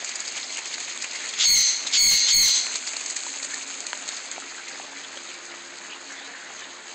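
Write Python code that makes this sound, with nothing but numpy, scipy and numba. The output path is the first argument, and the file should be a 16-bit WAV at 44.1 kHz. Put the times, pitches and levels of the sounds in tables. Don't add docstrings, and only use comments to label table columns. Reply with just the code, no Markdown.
import sys
import numpy as np
from scipy import signal
from scipy.fft import rfft, irfft
from scipy.io import wavfile
from scipy.ndimage import uniform_filter1d
from numba import njit

SR = 44100
rng = np.random.default_rng(int(sys.argv[2]) if len(sys.argv) > 2 else 0)


def dump(signal):
    limited = np.clip(np.atleast_2d(signal).T, -1, 1)
    pcm = np.round(limited * 32767).astype(np.int16)
    wavfile.write(sys.argv[1], SR, pcm)


N = 306054
TIME = np.arange(N) / SR

# (frequency [Hz], relative level per Hz [dB])
POUR_COLOUR = [(30, -29), (90, -18), (150, -17.5), (210, -0.5), (350, 2), (520, -0.5), (700, -1),
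               (1100, -1), (1800, 3), (2500, -2), (3200, -5), (4200, -3.5), (5600, -15.5), (8000, -33)]
# (frequency [Hz], relative level per Hz [dB])
SPATTER_COLOUR = [(200, -30.5), (700, -11), (1500, -14.5), (2300, 2.5), (2750, -2), (3150, -1.5),
                  (3700, -1.5), (4250, 4.5), (4900, 0.5), (5700, -9), (6500, 7.5), (8300, -14.5)]
# (frequency [Hz], relative level per Hz [dB])
SPRAY_COLOUR = [(3000, -28.5), (5750, -22.5), (6200, -2.5), (6600, 1.5), (7200, 1), (8000, -3.5),
                (8600, -13)]
# (time [s], approximate peak [dB], splash relative to crack [dB], splash pitch [Hz])
SLAPS = [(0.045, -16, -14, 4540), (0.059, -29, -4, 5000), (0.092, -17.5, -8, 4530), (0.156, -14, -27, 4250),
         (0.2035, -15.5, -13, 4760), (0.2773, -16, -3, 4860), (0.32, -22, -19, 2400),
         (0.376, -20.5, -2.5, 3070), (0.4294, -33.5, 8, 4080), (0.441, -30, 8.5, 4850),
         (0.5701, -21, -2.5, 2770), (0.5877, -19.5, -1.5, 2600), (0.6565, -18, -6, 2500),
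         (0.672, -23.5, -1, 4600), (0.7128, -31, 7, 2310), (0.729, -27, 1.5, 3400),
         (0.7394, -21.5, 3, 4400), (0.801, -17, -11, 3610), (0.8804, -24.5, 2, 2530),
         (1.0226, -14, -7, 4800), (1.043, -21.5, 1.5, 2560), (1.1478, -25.5, 3, 2040),
         (1.156, -22, -1, 4780), (1.2501, -29, 2, 1840), (1.29, -18.5, -3, 4350), (1.3367, -23, 2.5, 3460),
         (1.8695, -14.5, 0, 3970), (2.756, -11.5, -6.5, 4270), (2.8733, -13, -6.5, 4570),
         (2.9332, -20, -6, 2600), (2.9662, -18.5, -2, 4400), (3.0098, -17.5, -8, 2570),
         (3.0604, -16, -13, 4960), (3.1013, -14, -30, 2100), (3.1652, -12, -9, 4550),
         (3.428, -17, -13, 4400), (3.445, -15.5, -24, 4280), (3.541, -15.5, -16, 4300),
         (3.8664, -17, -11, 4350), (4.0776, -23, -22, 4200), (4.0885, -26, 4, 4230), (4.122, -32, 8, 4360),
         (4.17, -29, 3, 4400), (4.3132, -21.5, -13, 3490), (4.683, -30, -8, 2200),
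         (5.172, -28.5, 2.5, 3400)]
# (frequency [Hz], relative level per Hz [dB])
CRACK_COLOUR = [(300, -18.5), (1200, -13.5), (2400, -1.5), (3200, -24.5),
                (4400, 2.0), (5600, -10.5), (6700, 8.5), (8300, -4.5)]
# (time [s], level of the main ring [dB], pitch [Hz])
TICKS = [(0.5727, -22, 3050), (0.9757, -21.5, 3700), (1.26, -23.5, 4330), (1.2772, -26, 4300),
         (2.668, -19, 2600), (2.869, -25, 4400), (2.8755, -21, 4470), (2.892, -22, 4500),
         (3.205, -25, 4400), (3.2355, -23, 4400), (3.339, -27, 2380), (3.805, -22, 6660),
         (3.975, -27, 6500), (4.024, -29, 6900), (4.0785, -25, 7300), (4.0895, -20, 4500),
         (4.401, -27.5, 7300)]
# (frequency [Hz], level relative to the main ring [dB], time to fade by 60 dB [s])
LINER_MODES = [(4500, -8, .003), (6900, 3.5, .004), (7600, -6, .003)]
# (time [s], length [s], time until the tone locks in [s], time until it sags [s],
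# top pitch [Hz], relative level [dB])
SCREECHES = [(1.355, 0.32, 0.067, 0.146, 2180, -0.3), (1.898, 0.313, 0.048, 0.15, 2200, 1.2),
             (2.246, 0.288, 0.036, 0.135, 2172, 1.4)]
# (multiple of the pitch [-], relative level [dB])
SCREECH_HARMONICS = [(1, -22.5), (1.5, -29), (2, -9), (3, -8.5), (3.5, -23.5)]
# (frequency [Hz], relative level per Hz [dB])
RASP_COLOUR = [(700, -26), (1600, -11.5), (2200, -3.5), (2700, -5), (3400, 3), (4300, 1), (5000, -0.5),
               (5700, -6), (6400, 1), (7200, 1.5), (8300, -24)]
# (frequency [Hz], relative level per Hz [dB])
FRAY_COLOUR = [(700, -15), (1600, -11), (2600, -2), (3700, 1), (4900, 5.5), (5350, -6.5), (5650, -12),
               (7000, 5.5), (8100, -3), (8600, -3)]
# (time [s], level [dB], pitch [Hz], time to fade by 60 dB [s])
PLOPS = [(3.266, -27, 960, 0.021), (3.991, -42, 1560, 0.021), (4.38, -22, 760, 0.016),
         (4.423, -31.5, 1300, 0.031), (4.799, -25, 795, 0.018), (5.172, -30, 580, 0.017),
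         (6.119, -35, 1520, 0.026), (6.62, -30, 1750, 0.029)]
# (time [s], length [s], middle pitch [Hz], level before a boost and random bubble sizes [dB])
GURGLES = [(3.497, 0.045, 1700, -37.5), (4.57, 0.039, 1490, -40), (4.668, 0.051, 2300, -42),
           (4.715, 0.049, 4420, -44), (4.953, 0.055, 2100, -43), (5.028, 0.027, 3280, -40.5),
           (5.274, 0.054, 2760, -45), (5.488, .035, 4350, -43), (5.897, 0.055, 2880, -39),
           (6.097, 0.13, 1850, -43), (6.109, 0.039, 6540, -44), (6.165, 0.098, 3800, -43),
           (6.283, 0.2, 1790, -44), (6.576, 0.068, 3540, -44), (6.583, 0.023, 6850, -42)]
# (frequency [Hz], relative level [dB], time to fade by 60 dB [s])
TAP_MODES = [(990, -11.5, 0.033), (1630, 0.5, 0.0062), (2110, 0.5, 0.0027), (3030, -2.5, 0.0059),
             (4130, -5, 0.0045), (6700, -4, 0.0032)]
# (frequency [Hz], top level before the ripple [dB],
# loudest at [s], fade to either side [dB/s], a crest of the ripple [s])
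PUMP_TONES = [(277, -59.5, 3.9, 2.6, 0.74), (347.5, -57, 5.45, 7, 0.2)]
# (delay [s], level [dB])
BASIN_ECHOES = [(.0047, -34.5), (0.0113, -9)]

MAINS_HZ, MAINS_DB = 124, -75.5
RIPPLE_PERIOD_S, RIPPLE_ECHO = 1.36, .7
POUR_DB, DROPS_DB, SPRAY_DB, PING_DB = -47, -40.5, -48.5, -46.5
LEAVE_S, LEAVE_SPAN_S = 4.47, 0.75
DROPS_LOSS_DB, SPRAY_LOSS_DB, PING_LOSS_DB = 10, 6.5, 14
OPEN_S, OPEN_SPAN_S, SPRAY_OPEN_DB, POUR_OPEN_DB = 3.24, 0.9, 7, 0.5
SLAP_RISE_S, SLAP_DECAY_S, PATTER_S, PATTER_DB = 0.0012, 0.0017, 0.0091, -6
PATTER_LEAD_S, SLAP_GRAIN_DB = .011, 1.8
SMALL_SLAP_DB, SMALL_SLAP_RANGE_DB, SMALL_SPLASH_DB = -25.5, 5.5, -0.5
SPLASH_LOW_HZ, SPLASH_HIGH_HZ = 1900, 4500
RASP_DB, RASP_GRAIN_DB, RASP_ATTACK_S, RASP_TRACE_DB = -20, 2.4, .07, -35
TONE_ATTACK_S, TONE_DB, TIRE_DB_PER_S, RELEASE_S = 0.088, 4.5, 25, 0.12
SAG_HZ, SAG_SPAN_S = 125, .1
FRAY_DB, FRAY_GRAIN_DB, BUZZ_HZ, BUZZ_RAD, FRAY_JITTER = -18.5, 4, 700, .12, .8
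BUBBLES_PER_S, BUBBLE_OCTAVES = 500, .48
TAP_S, TAP_DB = 3.931, -15.5
KNEE, TOP_RAIL, BOTTOM_RAIL = .38, .67, .53
SCENE_TOP_HZ, TOP_HZ = 8350, 15700


def undb(db):
    return 10 ** (np.asarray(db) / 20)


def unit(x):
    return x / np.sqrt(np.mean(x ** 2))


def add(out, s, x):
    i = max(int(s * SR), 0)
    out[i:i + len(x)] += x[:N - i]


def ramp(t, span):
    return np.sin(np.pi / 2 * np.clip(t / span, 0, 1)) ** 2


def walk(rate):
    k = max(int(SR / rate), 1)
    held = np.repeat(rng.standard_normal(N)[:N // k + 1], k)
    smooth = uniform_filter1d(uniform_filter1d(held, k), k)
    return unit(smooth[:N])


def colour(x, points):
    hz, db = np.transpose(points)
    size = 2048
    log_hz = np.log(np.fft.rfftfreq(size, 1 / SR) + 1)
    log_gain = np.log(undb(np.interp(log_hz, np.log(hz), db)))
    cepstrum = irfft(log_gain)[:size // 2]
    cepstrum[1:] *= 2
    response = irfft(np.exp(rfft(cepstrum, size)))
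    return signal.fftconvolve(x, response / np.linalg.norm(response))[:len(x)]


def low_pass(x, hz):
    return signal.sosfilt(signal.ellip(10, .2, 80, hz, fs=SR, output="sos"), x)


def high_pass(x, hz):
    return signal.sosfilt(signal.butter(2, hz, "high", fs=SR, output="sos"), x)


def ring(hz, t60):
    t = np.arange(SR // 10) / SR
    return np.sin(2 * np.pi * hz * t) * np.exp(-np.log(1000) * t / t60)


@njit
def grains(starts, hz, cycles, sizes, glide):
    out = np.zeros(N)
    for k in range(len(starts)):
        n = int(cycles[k] * SR / hz[k]) + 2
        for i in range(min(n, N - starts[k])):
            age = i / n
            phase = 2 * np.pi * hz[k] * i / SR * (1 + glide * age / 2)
            out[starts[k] + i] += sizes[k] * np.exp(-5.5 * age) * np.sin(phase) / np.sqrt(n)
    return out


def droplets(count, low_hz, high_hz, cycles, spread_db, glide):
    when, pitch, life, size, sign = rng.random((count, 5)).T
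    starts = (when * N).astype(np.int64)
    hz = low_hz + (high_hz - low_hz) * pitch
    sizes = undb(-spread_db * np.log(size + 0.0043)) * np.sign(sign - .5)
    return unit(grains(starts, hz, cycles * (.5 + life), sizes, float(glide)))


def away(t):
    return 1 / (1 + np.exp((LEAVE_S - t) / LEAVE_SPAN_S))


def in_open(t):
    return np.exp(-((t - OPEN_S) / OPEN_SPAN_S) ** 2)


def pour():
    bubbles = droplets(count=12000, low_hz=550, high_hz=4500, cycles=13, spread_db=2.8, glide=.06)
    rush = rng.standard_normal(N)
    churn = undb(-5.0) * bubbles * undb(2.0 * walk(25.26)) + rush
    return colour(churn, POUR_COLOUR) * undb(POUR_DB + POUR_OPEN_DB * in_open(TIME))


def spatter():
    clumps_db = 1.1 * walk(45) + 1.1 * walk(200)
    drops = droplets(count=20000, low_hz=510, high_hz=8370, cycles=12.7, spread_db=0.5, glide=0.022)
    spray = droplets(count=14000, low_hz=4900, high_hz=8860, cycles=11.0, spread_db=0.5, glide=0.022)
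    drops_db = DROPS_DB - DROPS_LOSS_DB * away(TIME) + .9 * walk(30)
    spray_db = SPRAY_DB - SPRAY_LOSS_DB * away(TIME) + SPRAY_OPEN_DB * in_open(TIME) + .9 * walk(33)
    crackle = colour(drops, SPATTER_COLOUR) * undb(drops_db + clumps_db)
    mist = colour(spray, SPRAY_COLOUR) * undb(spray_db + clumps_db)
    return crackle + mist


def pings():
    low = droplets(count=480, low_hz=1800, high_hz=2800, cycles=28, spread_db=2.5, glide=.05)
    high = droplets(count=520, low_hz=2750, high_hz=5000, cycles=22, spread_db=2.8, glide=.05)
    return high_pass(low + undb(-8.0) * high, 820) * undb(PING_DB - PING_LOSS_DB * away(TIME))


def basin(x):
    out = x.copy()
    for delay_s, db in BASIN_ECHOES:
        add(out, delay_s, undb(db) * x)
    return out


def pump():
    tones = [(MAINS_HZ, undb(MAINS_DB))]
    for hz, db, loudest_s, fade, crest_s in PUMP_TONES:
        echo = RIPPLE_ECHO * np.exp(2j * np.pi * (TIME - crest_s) / RIPPLE_PERIOD_S)
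        swell = undb(db - fade * np.abs(TIME - loudest_s))
        tones.append((hz, np.abs(1 + echo) * swell))
    out = np.zeros(N)
    for hz, gain in tones:
        waver = undb(2.5 * walk(11))
        out += np.sqrt(2) * gain * waver * np.sin(2 * np.pi * hz * TIME + 0.5 * walk(9))
    return out


def small_slaps(count):
    when, size, pitch = rng.random((count, 3)).T
    s = (np.arange(count) + when) / count * N / SR
    db = SMALL_SLAP_DB - SMALL_SLAP_RANGE_DB * size - DROPS_LOSS_DB * away(s)
    splash_hz = SPLASH_LOW_HZ + (SPLASH_HIGH_HZ - SPLASH_LOW_HZ) * pitch
    return list(zip(s, db, np.full(count, SMALL_SPLASH_DB), splash_hz))


def slaps():
    lead_s = .02
    t = np.arange(SR // 12) / SR - lead_s
    core = ramp(t, SLAP_RISE_S) * np.exp(-np.abs(t) / SLAP_DECAY_S)
    patter = ramp(t + PATTER_LEAD_S, PATTER_LEAD_S) * np.exp(-np.abs(t - 2 * SLAP_RISE_S) / PATTER_S)
    shape = core + undb(PATTER_DB) * patter
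    force, splashes = np.zeros(N), np.zeros(N)
    for s, db, splash_db, hz in list(SLAPS) + small_slaps(count=45):
        add(force, s - lead_s, undb(db) * shape)
        noise = rng.standard_normal(len(t))
        splash = unit(signal.fftconvolve(noise, ring(hz, t60=.004))[:len(t)])
        add(splashes, s - lead_s, undb(db + splash_db) * shape * splash)
    crack = colour(rng.standard_normal(N), CRACK_COLOUR)
    beads = unit(undb(SLAP_GRAIN_DB * walk(1100)))
    return beads * (force * crack + splashes) / 2


def ticks():
    liner = sum(undb(db) * ring(hz, t60) for hz, db, t60 in LINER_MODES)
    out = np.zeros(N)
    for s, db, hz in TICKS:
        add(out, s, undb(db) * (ring(hz, t60=0.0081) + liner))
    return out


def bird():
    rasp = colour(rng.standard_normal(N), RASP_COLOUR) * undb(RASP_GRAIN_DB * walk(250))
    shreds = droplets(count=9000, low_hz=700, high_hz=8600, cycles=22, spread_db=2.5, glide=-.05)
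    shreds = colour(shreds, FRAY_COLOUR) * undb(FRAY_GRAIN_DB * walk(140))
    jitter = .007 * walk(900) + .008 * walk(300) + .005 * walk(70)
    buzz_hz = BUZZ_HZ * (1 + .1 * walk(150))
    buzz = BUZZ_RAD * np.sin(2 * np.pi * np.cumsum(buzz_hz) / SR)
    # (roughness, rate in Hz)
    flutters = [np.sqrt(1 - 2 * rough ** 2) + rough * (walk(rate) + 1j * walk(rate))
                for rough, rate in ((.5, 420), (.66, 600), (.53, 560), (.45, 600), (.7, 1100))]
    out = np.zeros(N)
    for s, length, lock_s, sag_s, top_hz, db in SCREECHES:
        on = (TIME > s) & (TIME < s + length)
        age = TIME[on] - s
        locked = ramp(age - lock_s, TONE_ATTACK_S)
        frayed = ramp(age - sag_s, SAG_SPAN_S)
        hz = (top_hz - SAG_HZ * frayed) * (1 + (1 + FRAY_JITTER * frayed) * jitter[on])
        phase = 2 * np.pi * np.cumsum(hz) / SR + frayed * buzz[on]
        tone = np.zeros(len(age))
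        for (k, k_db), flutter in zip(SCREECH_HARMONICS, flutters):
            multiple = round(2 * k) / 2
            tone += undb(k_db) * np.imag(flutter[on] * np.exp(1j * multiple * phase))
        tone_gain = locked * undb(TONE_DB - TIRE_DB_PER_S * (age - lock_s))
        rasp_gain = ramp(age, RASP_ATTACK_S) * undb(RASP_DB + (RASP_TRACE_DB - RASP_DB) * locked)
        voice = tone_gain * (tone + frayed * undb(FRAY_DB) * shreds[on]) + rasp_gain * rasp[on]
        out[on] += undb(db) * ramp(length - age, RELEASE_S) * voice
    return out


def echoes(x, t60, wet_db):
    t = np.arange(SR) / SR
    scatter = rng.standard_normal(SR) ** 3
    response = scatter * np.exp(-np.log(1000) * t / t60) * (t > .004)
    return x + undb(wet_db) * signal.fftconvolve(x, response / np.linalg.norm(response))[:N]


def plops():
    out = np.zeros(N)
    for s, db, hz, t60 in PLOPS:
        add(out, s, undb(db) * ring(hz, t60))
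    return out


def gurgles():
    out = np.zeros(N)
    for s, length, hz, db in GURGLES:
        bubbles = rng.random(size=(100, 3))[:int(length * BUBBLES_PER_S)]
        for when, pitch, size in bubbles:
            bubble_hz = hz * 2 ** (BUBBLE_OCTAVES * (pitch - .5))
            add(out, s + when * length, undb(db + 7.0) * size * ring(bubble_hz, t60=0.025))
    return out


def tap():
    out = np.zeros(N)
    modes = sum(undb(db) * ring(hz, t60) for hz, db, t60 in TAP_MODES)
    add(out, TAP_S, undb(TAP_DB) * modes)
    return high_pass(out, 770)


def scene():
    water = basin(pour() + spatter() + pings())
    hits = high_pass(slaps() + ticks() + plops() + gurgles() + tap(), 300)
    dry = water + pump() + hits + echoes(bird(), t60=0.51, wet_db=-1.5)
    return low_pass(dry, SCENE_TOP_HZ)[None]


def overload(x):
    fine = signal.resample_poly(x, 2, 1)
    room = np.maximum(np.where(fine > 0, TOP_RAIL, BOTTOM_RAIL) - KNEE, 1e-3)
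    straight = np.clip(fine, -KNEE, KNEE)
    bent = room * np.tanh((fine - straight) / room)
    return signal.resample_poly(straight + bent, 1, 2)


@njit
def follow(x, attack, release):
    out, level = np.empty(len(x)), 0.
    for i in range(len(x)):
        level += (abs(x[i]) - level) * (attack if abs(x[i]) > level else release)
        out[i] = level
    return out


def limiter(x, ceiling_db, attack_s, release_s):
    envelope = follow(x, 1 / (attack_s * SR), 1 / (release_s * SR))
    return x / np.maximum(envelope / undb(ceiling_db), 1)


def record(dry):
    held = limiter(overload(dry[0]), ceiling_db=-14.5, attack_s=.0007, release_s=.018)
    return low_pass(held, TOP_HZ)[None]


dry = scene()
out = record(dry)
dump(out)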